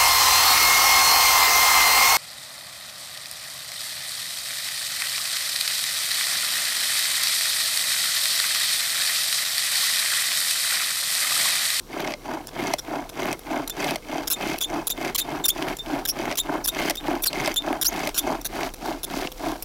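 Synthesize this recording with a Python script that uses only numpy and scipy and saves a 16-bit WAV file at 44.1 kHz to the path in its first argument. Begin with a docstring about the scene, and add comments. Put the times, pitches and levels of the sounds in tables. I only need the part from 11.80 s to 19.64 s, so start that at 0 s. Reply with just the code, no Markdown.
"""A bow drill grinds away, about three strokes a second, on a forest floor.
The spindle rubs grains of noise through the resonances of spindle and hearth board, knocking once a turn.
Push strokes rasp and crackle with splintering snaps; pull strokes are duller.
Where the bow turns round, the cord slips in noise bursts that chatter, then in gliding tones that squeal.
Thin echoes off the trees, faint forest air and a far hum lie behind."""
import sys
import numpy as np
from scipy import signal
from scipy.fft import rfft, irfft, next_fast_len
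from scipy.io import wavfile
from scipy.ndimage import uniform_filter1d

SR = 44100
rng = np.random.default_rng(int(sys.argv[2]) if len(sys.argv) > 2 else 0)


def put_to_file(sound):
    """Save the sound as 16-bit audio at rate SR, in the file named by the first command-line argument."""
    columns = np.atleast_2d(sound).T  # one column per channel
    safe = np.clip(columns, -1, 1)
    whole_steps = np.round(safe * 32767)
    wavfile.write(sys.argv[1], SR, whole_steps.astype(np.int16))


N = 345826
TIME = np.arange(N) / SR

# Bow strokes, push and pull in turn. Each row: start in seconds, length in seconds,
# relative grind level in dB, relative rasp level in dB.
BOW_STROKES = [(0.077, 0.276, -30.5, -37), (0.415, 0.236, -29, -43), (0.712, 0.256, -28.5, -35),
               (1.035, 0.246, -27.5, -42.0), (1.321, 0.245, -28, -35), (1.643, 0.239, -25, -38.5),
               (1.924, 0.257, -28, -32.5), (2.246, 0.247, -27.5, -38), (2.54, 0.248, -29.0, -33.5),
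               (2.881, 0.158, -26.5, -40.0), (3.131, 0.211, -29, -35.5), (3.405, 0.285, -29.5, -41.5),
               (3.713, 0.255, -29.0, -36), (4.041, 0.214, -25.5, -39), (4.308, 0.254, -29.0, -37),
               (4.634, 0.203, -25.0, -40.5), (4.898, 0.25, -28, -31), (5.223, 0.188, -23.5, -37.0),
               (5.483, 0.27, -29, -32.5), (5.812, 0.2, -24.5, -38.5), (6.058, 0.266, -30, -35),
               (6.405, 0.198, -24, -38.0), (6.677, 0.24, -30, -37), (6.991, 0.211, -27.5, -39.5),
               (7.249, 0.25, -30.0, -36.5), (7.58, 0.21, -26, -38.5)]
# Hard knocks of the tip in its socket. Each row: time in seconds, relative level in dB.
SOCKET_KNOCKS = [(0.194, 2), (0.223, -2), (0.483, 9), (0.934, 19), (1.108, 12), (1.132, 4), (1.452, 5),
                 (2.031, 4), (2.324, 12), (2.658, 9), (2.93, -1), (2.956, 1), (3.514, 6), (3.546, 12),
                 (3.844, 2), (4.128, 6.5), (4.691, 16), (4.961, 7), (4.998, 3), (5.279, 14), (5.841, 8),
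                 (5.874, 14), (5.9, 7), (6.47, 8), (6.547, 8), (6.815, 7), (7.664, -7)]
# Tone of the board under a push. Each row: frequency in Hz, relative level in dB.
PUSHED_BOARD = [(59, -38), (100, -23.5), (139, -6.5), (204, -9), (303, 1), (393, -2), (484, -15),
                (541, -10.5), (604, -6), (683, -2.5), (792, -6), (1250, -14), (1900, -17.5), (2470, -47),
                (4180, -120)]


def from_db(db):
    """Turn decibels into an amplitude factor."""
    return 10 ** (np.asarray(db) / 20)


def rms_one(x):
    """Scale a sound to unit RMS."""
    return x / np.sqrt(np.mean(x ** 2) + 1e-20)


def even(x, seconds):
    """Hold the running level at one, keeping all faster detail."""
    window = max(int(seconds * SR), 2)
    return x / np.sqrt(np.abs(uniform_filter1d(x ** 2, window)) + 1e-12)


def drift(per_s):
    """A smooth random wander of spread one: noise through two equal one-pole lowpasses."""
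    r = np.exp(-2 * np.pi * per_s / SR)
    noise = rng.standard_normal(N + SR)
    return rms_one(signal.lfilter([1], [1, -2 * r, r * r], noise)[SR:])   # drop the settling second


def colour(x, spectrum, lag=0.):
    """Ring x through a causal body; bending waves arrive later the lower they are (lag: seconds at 300 Hz)."""
    size = 2 * next_fast_len(N)
    hz = np.arange(size // 2 + 1) * SR / size
    points, db = np.transpose(spectrum)
    level_db = np.interp(np.log(hz + 1), np.log(points), db)
    # folding the cepstrum makes the filter minimum-phase
    cepstrum = irfft(np.log(from_db(level_db)))
    cepstrum[1:size // 2] *= 2
    cepstrum[size // 2 + 1:] = 0
    bending = 4 * np.pi * lag * np.sqrt(300 * hz)
    response = np.exp(rfft(cepstrum) - 1j * bending)
    return irfft(rfft(x, size) * response)[:N]


def split(x, hz):
    """The parts below and above a frequency."""
    filters = [signal.butter(4, hz, kind, fs=SR, output="sos") for kind in ("low", "high")]
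    return [signal.sosfilt(sos, x) for sos in filters]


def grains(per_s, spread_db):
    """Wood fibres break at random moments with uneven strength."""
    strength_db = spread_db * np.minimum(rng.exponential(1, N), 4)
    sizes = from_db(strength_db) * rng.choice([-1, 1], N)
    return sizes * (rng.random(N) < per_s / SR)


def ring(x, hz, width_hz):
    """One resonance of the wood, at unit power."""
    r = np.exp(-np.pi * width_hz / SR)
    poles = [1, -2 * r * np.cos(2 * np.pi * hz / SR), r * r]
    return rms_one(signal.lfilter([1, 0, -1], poles, x + 1e-18))


def spindle():
    """The tip grinds through charred dust and bears hardest on the socket wall once a turn."""
    # Wear of the socket as it fills with dust. Each row: time in seconds,
    # relative spindle ring level in dB, relative dust hiss level in dB.
    socket_wear = [(0, -1.5, -11.5), (2, 1, -8), (4, -3, -6.5), (5.3, -2, -10.5), (6.5, 0.5, -1),
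                   (7.84, -6, 0.5)]
    # Tone of the scratching tip. Each row: frequency in Hz, relative level in dB.
    rasp_tone = [(880, -34.5), (1500, -6.5), (1620, -2.5), (1900, -9), (2140, 2), (2590, -4.5),
                 (2770, -5.5), (3120, -4), (3920, -10.5), (5440, -19.5), (6000, -18.5), (7690, -25),
                 (13400, -19.5), (15200, -25), (16000, -27)]
    # Tone of the hissing dust. Each row: frequency in Hz, relative level in dB.
    dust_tone = [(1500, -19), (3000, 0), (4900, 4), (6200, -2.5), (7100, -3.5), (8300, -8.5), (11500, -6),
                 (16000, -11)]
    speed, grind_gain, rasp_gain = bow()
    wear_s, ring_db, hiss_db = np.transpose(socket_wear)

    turns_per_s = 36   # nominal, at full speed
    angle = 2 * np.pi * np.cumsum(turns_per_s * speed) / SR
    # bend the angle so that the hard knocks fall on whole turns
    knock_s = np.array(SOCKET_KNOCKS)[:, 0]
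    excess = np.unwrap(np.interp(knock_s, TIME, angle) % (2 * np.pi))
    angle -= np.interp(TIME, knock_s, excess)
    bearing = np.cos(angle)

    dust = grains(per_s=450 + 1000 * speed, spread_db=1.0) * from_db(1.6 * bearing)
    crumbs = grains(per_s=190, spread_db=0.5) * from_db(1.2 * bearing)
    # now and then a whole splinter crushes in a short tick of noise
    splinter_decay = np.exp(-1 / (0.00034 * SR))
    crushing = signal.lfilter([1], [1, -splinter_decay], grains(per_s=85, spread_db=8.0) + 1e-18)
    splinters = crushing * rng.standard_normal(N)
    friction = rms_one(dust) + 0.62 * rms_one(splinters) + 0.083 * rng.standard_normal(N)

    scratch = rms_one(colour(friction, rasp_tone))
    body = from_db(np.interp(TIME, wear_s, ring_db)) * spindle_ring(crumbs, spread_db=16)
    hiss = rms_one(colour(grains(per_s=2500, spread_db=3.5), dust_tone))
    hiss *= from_db(np.interp(TIME, wear_s, hiss_db))

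    # the rasp stutters as a whole, and more as the spindle slows and starts to catch
    stutter_db, slow_stutter_db, stutter_per_s = 0.5, 6.5, 120
    stutter = from_db((stutter_db + slow_stutter_db * (1 - speed)) * drift(stutter_per_s))
    # dust builds up and clears in patches, so the layers flare separately
    layers = sum(layer * from_db(3.2 * drift(124)) for layer in (scratch, body, hiss))
    rasp = even(stutter * layers, seconds=0.072)
    return from_db(1.2) * hearth(angle) * grind_gain + from_db(1.5) * rasp * rasp_gain


def bow():
    """Relative speed, grind gain and rasp gain: each stroke has an attack, a hold and a release."""
    # a push gets up to speed, holds and brakes hard; a pull swells and fades evenly
    push_attack_s, push_release_s, pull_attack_s, pull_release_s = .11, .065, .13, .15
    # how far each sound falls for one unit of slack
    grind_fade_db, push_rasp_fade_db, pull_rasp_fade_db = 21.5, 22, 14.5
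    # tilt of the rasp over a stroke: it leans up slightly in a push, down in a pull
    push_lean_db, pull_lean_db = 1, -4
    push = push_attack_s, push_release_s, push_rasp_fade_db, push_lean_db
    pull = pull_attack_s, pull_release_s, pull_rasp_fade_db, pull_lean_db
    speed, grind, rasp = np.zeros((3, N))
    for k, (start, length, grind_db, rasp_db) in enumerate(BOW_STROKES):
        attack, release, rasp_fade_db, lean_db = pull if k % 2 else push
        near = np.abs(TIME - start - length / 2) < length
        age = TIME[near] - start
        # none at full speed, about one at the ends of the stroke
        slack = np.maximum(1 - age / attack, 0) ** 2
        slack += np.maximum(1 - (length - age) / release, 0) ** 2
        slack -= slack.min()
        speed[near] = np.maximum(speed[near], 1 - slack / 2)
        grind[near] = np.hypot(grind[near], from_db(grind_db - grind_fade_db * slack))
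        tilt_db = lean_db * (age / length - .5)
        rasp[near] = np.hypot(rasp[near], from_db(rasp_db - rasp_fade_db * slack + tilt_db))
    return speed, grind, rasp


def hearth(angle, knock_s=0.0024, lag=.007):
    """Low grinding and knocks in the board, which rings differently as the bow leans on it either way."""
    # Tone of the board under a pull. Each row: frequency in Hz, relative level in dB.
    pulled_board = [(59, -48), (100, -31), (150, -10.5), (199, -23.5), (225, -12.5), (307, 0.5),
                    (466, -17.5), (534, -18.5), (643, -6.5), (718, -6.5), (965, -11.5), (1250, -19.5),
                    (1620, -18.5), (1900, -28.5), (2470, -51), (4180, -120)]
    knocks, t = np.zeros(N), np.arange(int(0.0051 * SR)) / SR
    whole_turns = angle[:-len(t)] // (2 * np.pi)
    turns = TIME[np.flatnonzero(np.diff(whole_turns) > 0)]
    light = [(s, -2) for s in turns]   # besides the hard ones, each turn knocks lightly
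    for s, db in list(SOCKET_KNOCKS) + light:
        knocks[int(s * SR) + np.arange(len(t))] += from_db(db - 1.5) * np.exp(-t / knock_s)
    grinding = rms_one(grains(per_s=3000, spread_db=2.5) * from_db(3.1 * np.cos(angle)))
    drive = grinding + knocks * rng.standard_normal(N)
    push, pull = [even(colour(drive, board, lag), seconds=0.056) for board in (PUSHED_BOARD, pulled_board)]
    # the lean changes side shortly before each stroke
    pushing = np.searchsorted([stroke[0] - .03 for stroke in BOW_STROKES], TIME) % 2 == 1
    lean = uniform_filter1d(pushing.astype(float), size=500)
    return lean * push + (1 - lean) * pull


def spindle_ring(clicks, spread_db):
    """Every click reaches each spindle mode with a strength of its own."""
    # Resonances of the spindle. Each row: frequency in Hz, width in Hz, relative level in dB.
    spindle_modes = [(1742, 65, -7.5), (2138, 81, 4.5), (2563, 38, -0.5), (3135, 49, -4.5),
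                     (3740, 250, -23), (4660, 100, -6), (4890, 140, -8.5), (5650, 160, -14),
                     (5920, 440, -3.5)]
    total = np.zeros(N)
    for hz, width, db in spindle_modes:
        strength = from_db(spread_db * rng.uniform(-1.06, 1, N))
        total += from_db(db) * ring(clicks * strength, hz, width)
    return rms_one(total)


def chatter(slips_per_s=235, slip_s=0.0024, rise_s=0.00027, tail_s=0.0022):
    """The cord sticks and slips in quick scratchy bursts that last longer when it pulls harder."""
    # Slips of the cord as the bow brakes and sets off again. Each row: start in seconds,
    # length in seconds, relative level in dB, top octave against the rest in dB.
    cord_slips = [(0.671, 0.0014, -38, 2), (0.681, 0.011, -43, -18), (0.984, 0.016, -32.5, -12),
                  (1.292, 0.0092, -40, -8), (1.592, 0.0038, -43, 2), (1.876, 0.0048, -31.5, 0),
                  (1.897, 0.0074, -30, 0), (2.473, 0.012, -27, -2.5), (2.501, 0.033, -23, 7),
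                  (2.782, 0.0045, -33.5, 1), (2.807, 0.022, -28.5, 0), (3.07, 0.012, -24, 8),
                  (3.095, 0.0053, -35, -2), (3.102, 0.0097, -26, 6), (3.347, .015, -24, 1),
                  (3.379, 0.023, -23.5, 0), (3.651, 0.014, -21.5, 6.5), (3.682, 0.011, -17.5, 9),
                  (3.968, 0.0027, -37.5, -1), (3.987, 0.0056, -42.5, -6), (4.252, 0.011, -27.5, -1),
                  (4.275, .028, -28, 5), (4.555, .003, -35.5, -2), (4.573, 0.017, -25, 1),
                  (4.847, 0.015, -27, 5), (4.873, 0.018, -22.5, 8), (5.154, 0.0042, -35, 0),
                  (5.171, .002, -40, -7), (5.422, 0.015, -29.5, 20), (5.436, 0.0091, -23.5, 3),
                  (5.456, 0.0046, -31, -15), (5.461, .012, -22, 8), (5.741, 0.0024, -34, 6),
                  (5.76, 0.0047, -30.5, 0), (6.013, .02, -23, 3.5), (6.046, 0.015, -25.5, -0.5),
                  (6.344, 0.037, -31.5, -4), (6.379, 0.015, -20.5, 3), (6.613, 0.0024, -39, 1),
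                  (6.647, 0.026, -29, 0), (6.938, 0.0079, -38.5, 0), (7.232, 0.017, -30, 4.5),
                  (7.518, .005, -39, 2), (7.824, 0.0074, -32.5, 7)]
    # Tone of the scratching cord. Each row: frequency in Hz, relative level in dB.
    cord_tone = [(290, -41), (500, -2), (750, -19), (1480, 0), (2610, -25), (3440, 6.5), (4340, -6),
                 (5630, 9), (6420, -4), (8700, -11), (10100, 2.5), (11100, -6.5), (12500, 2.5),
                 (15100, 1.5), (16000, -7.5)]
    # Resonances of the shaft where the cord grips it. Each row: frequency in Hz,
    # width in Hz, relative level in dB.
    shaft_modes = [(1090, 38, -20.5), (1536, 170, -17), (2580, 200, -17), (3550, 690, -6), (5730, 240, -11),
                   (7180, 260, -13.5), (10550, 350, -14), (12200, 1300, -11)]
    jolt_db = -44.5   # every slip jolts the board equally, light or hard
    out = np.zeros(N)
    scratch = rms_one(colour(rng.standard_normal(N), cord_tone))
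    # the scratch sings in the shaft's modes, each swelling on its own as the grip shifts
    for hz, width, db in shaft_modes:
        scratch += from_db(db + 5.1 * drift(61)) * ring(rng.standard_normal(N), hz, width)
    board = rms_one(colour(rng.standard_normal(N), PUSHED_BOARD))
    body, top = [even(part, seconds=0.0028) for part in split(scratch, hz=8700)]
    chances = rng.standard_normal((len(cord_slips), 2, 16))
    for (start, lasts, db, top_db), chance in zip(cord_slips, chances):
        t = np.arange(int((lasts + 0.0025) * SR)) / SR
        gaps = np.exp(0.2 * chance[0]) / slips_per_s
        slip_starts = np.cumsum(gaps) - gaps[0]
        age = np.maximum(t - slip_starts[:, None], 0)
        length = slip_s * from_db(0.35 * max(db + 32, 0))
        shapes = (1 - np.exp(-age / rise_s)) * np.exp(-age / length)
        bursts = from_db(2.34 * chance[1]) @ shapes
        bursts *= np.exp(-np.maximum(t - lasts, 0) / tail_s)
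        at = np.minimum(int(start * SR) + np.arange(len(t)), N - 1)
        sound = bursts * (body[at] + from_db(top_db) * top[at])
        # the wave runs back along the cord after a time that depends on where it grips
        back = int(.0007 * np.exp(.35 * chance[0, -1]) * SR)
        sound = sound + 0.73 * np.pad(sound, (back, 0))[:len(t)]
        slip = from_db(db) * rms_one(sound) * np.sqrt(t[-1] / lasts)
        jolt = from_db(jolt_db) * rms_one(bursts) * board[at]
        out[at] += slip + jolt
    return out


def squeals(waver=0.024, rough=0.099, flutter_db=3.0, edge_s=0.0055, sink_db=4, purify_db=14):
    """The slips lock into a tone: rough and rich at first, then purer as it settles and fades."""
    # Squeals of the cord. Each row: start in seconds, length in seconds, pitch the glide departs
    # from in Hz (overshot at the onset), last pitch in Hz, level in dB, relative overtone level in dB.
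    cord_squeals = [(1.9, .024, 3520, 3600, -35, -20), (2.531, 0.017, 3630, 3650, -30, -2),
                    (2.811, 0.02, 3440, 3550, -26, -14), (2.833, 0.022, 3390, 3670, -24.5, -7),
                    (3.107, 0.024, 3610, 3650, -29, -5), (3.397, .036, 3560, 3680, -29, -6),
                    (3.641, 0.017, 3550, 3550, -22.5, -10), (3.695, 0.019, 3420, 3610, -21.5, -6),
                    (3.988, 0.024, 3600, 3650, -33, -22), (4.286, 0.033, 5500, 5670, -23.5, -4.5),
                    (4.585, .028, 3420, 3770, -24.5, -3), (4.842, 0.0073, 5460, 4840, -28, -7),
                    (4.878, 0.029, 3550, 3735, -27, -10), (5.169, 0.029, 3623, 3667, -32, -16),
                    (5.468, 0.023, 4500, 4030, -21.5, -7.5), (5.764, .03, 3610, 3624, -20.5, -13),
                    (6.057, 0.035, 5520, 6780, -19, -6), (6.388, 0.02, 3450, 3590, -31.5, -1),
                    (7.243, 0.0034, 3490, 3470, -30.5, -5.5)]
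    overtone_step_db = -3.5   # each overtone against the one below it
    out, slow, fast, flutter = np.zeros(N), drift(165), drift(1030), drift(91)
    jolts = 1.1 * grains(per_s=240, spread_db=-3.0)
    for start, length, first_hz, last_hz, db, rich_db in cord_squeals:
        at = np.arange(int((start - edge_s / 2) * SR), int((start + length + edge_s) * SR))
        u = np.linspace(0, 1, len(at))
        force = from_db(min(rich_db / 2, 0))   # hard slips are rich and unsteady
        hz = last_hz + (first_hz - last_hz) * 2.4 * (1 - u) ** 1.9
        wobble = force * (1 - u) * (waver * slow[at] + rough * fast[at])
        phase = 2 * np.pi * np.cumsum(hz * (1 + wobble)) / SR
        phase += force * np.cumsum(jolts[at] * (1 - u))   # the cord catches anew, breaking the tone
        overtones = np.zeros(len(at))
        for k in (2, 3, 4):
            level_db = rich_db + overtone_step_db * (k - 2)
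            own_flutter = np.roll(flutter, k * SR)[at]
            audible = k * hz < SR / 2
            overtones += from_db(level_db + 4.1 * own_flutter) * np.sin(k * phase) * audible
        tone = np.sin(phase) + from_db(purify_db * (0.29 - u ** 2)) * overtones
        arch = np.abs(np.sin(np.pi * u)) ** 1.15
        swell = rms_one(arch * from_db(flutter_db * force * flutter[at] - sink_db * u))
        out[at] += from_db(db) * tone * swell
    # the spindle rings on briefly
    return out + from_db(-13.5) * np.std(out) * ring(out, hz=3610, width_hz=28)


def snaps(decay_s=0.0025):
    """The spindle catches and snaps free: a short splintering burst that rings in spindle and board."""
    # Snaps during the pushes. Each row: time in seconds, relative level in dB,
    # relative top octave level in dB.
    snap_events = [(0.2747, -15.5, -29), (0.3207, -22, -20), (0.3378, -17, -39), (0.9369, -9, -7.5),
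                   (1.528, -14, -9), (2.043, -13.5, -10), (2.1086, -16, -7), (2.158, -16.5, -6),
                   (2.7422, -24, -29), (3.248, -18, -11), (4.5137, -14, -23), (4.5244, -16.5, -18),
                   (4.9911, -23, -12), (5.0235, -19, -24), (5.0978, -9.5, -3), (5.1069, -10.5, -7),
                   (5.53, -15.5, -17), (5.6594, -11.5, -12), (5.6754, -10.5, -11), (6.273, -14.5, -6),
                   (6.2907, -16, -11), (6.8314, -14, -36), (7.4724, -17, -39)]
    # Tone of a snap. Each row: frequency in Hz, relative level in dB.
    snap_tone = [(350, -44), (600, 18), (1570, -11.5), (2090, 9), (2990, 0.5), (5480, -2), (6030, -2.5),
                 (6640, -11.5), (12300, -18), (13400, -17), (16000, -27)]
    low, high = np.zeros((2, N))
    t = np.arange(int(0.02 * SR)) / SR
    noises = rng.standard_normal((len(snap_events), len(t)))
    for (s, db, top_db), noise in zip(snap_events, noises):
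        at = int(s * SR) + np.arange(len(t))
        burst = from_db(db + 0.5) * noise * np.exp(-t / decay_s)
        low[at] += burst
        high[at] += burst * from_db(top_db + 16.0)
    body = split(colour(low, snap_tone), hz=8500)[0]
    top = split(colour(high, snap_tone), hz=8500)[1]
    return body + top


def trees(x, t60=0.22, echo_db=-22, dull_hz=7000):
    """Trunks and leaves scatter back a thin, dull tail."""
    echoes = grains(per_s=1700, spread_db=1) * from_db(-60 * TIME / t60)
    echoes = (echoes * (TIME > .008))[:SR]   # the first echo takes 8 ms or more
    tail = signal.fftconvolve(x, echoes / np.linalg.norm(echoes))[:N]
    lowpass = signal.butter(1, dull_hz, fs=SR, output="sos")
    return from_db(echo_db) * signal.sosfilt(lowpass, tail)


def air():
    """Soft forest hiss over a deep rumble, both coloured noise."""
    # Tone of the forest hiss. Each row: frequency in Hz, relative level in dB.
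    forest_tone = [(41, -39), (70, -12), (244, -15), (506, -13), (579, -23), (1280, -23.5), (1980, -37),
                   (4090, -29), (5250, -32), (5620, -26), (6300, -34), (14600, -36), (16000, -43)]
    # Tone of the rumble. Each row: frequency in Hz, relative level in dB.
    rumble_tone = [(10, -29), (24, -10), (33, 3.5), (42, -9), (60, -15), (90, -42), (200, -44)]
    hiss_db = -47
    # the low rumble wanders and slowly grows
    rumble_db, rise_db_per_s, wander_db = -50.5, 1.14, 0.9
    hiss = from_db(hiss_db) * rms_one(colour(rng.standard_normal(N), forest_tone))
    rumble = even(colour(rng.standard_normal(N), rumble_tone), seconds=0.2)
    return hiss + rumble * from_db(rumble_db + rise_db_per_s * TIME + wander_db * drift(0.91))


def hum():
    """A faint far hum, one sine, comes and goes, wavering a little."""
    # Course of the hum. Each row: time in seconds, centre pitch in Hz, level in dB.
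    hum_course = [(0, 465, -63), (2.7, 471.6, -52.5), (4, 465.5, -62), (6.9, 493, -86), (7.45, 510, -44),
                  (7.84, 496, -74)]
    s, hz, db = np.transpose(hum_course)
    pitch = np.interp(TIME, s, hz) * (1 + 0.0088 * drift(4.12))
    phase = 2 * np.pi * np.cumsum(pitch) / SR
    return np.sqrt(2) * from_db(np.interp(TIME, s, db)) * np.sin(phase)


def scene():
    """Spindle, cord and snaps among the trees, over the forest air and the hum."""
    drill = spindle() + from_db(2.0) * chatter() + squeals() + snaps()
    return (drill + trees(drill) + air() + hum())[None]


def record(dry):
    """The tallest peaks are rounded and the top is cut steeply."""
    rounded = 0.53 * np.tanh(dry / .55)
    cutoff_hz = 15900
    lowpass = signal.ellip(10, .2, 70, cutoff_hz, fs=SR, output="sos")
    return signal.sosfilt(lowpass, rounded)


dry = scene()
out = record(dry)
put_to_file(out)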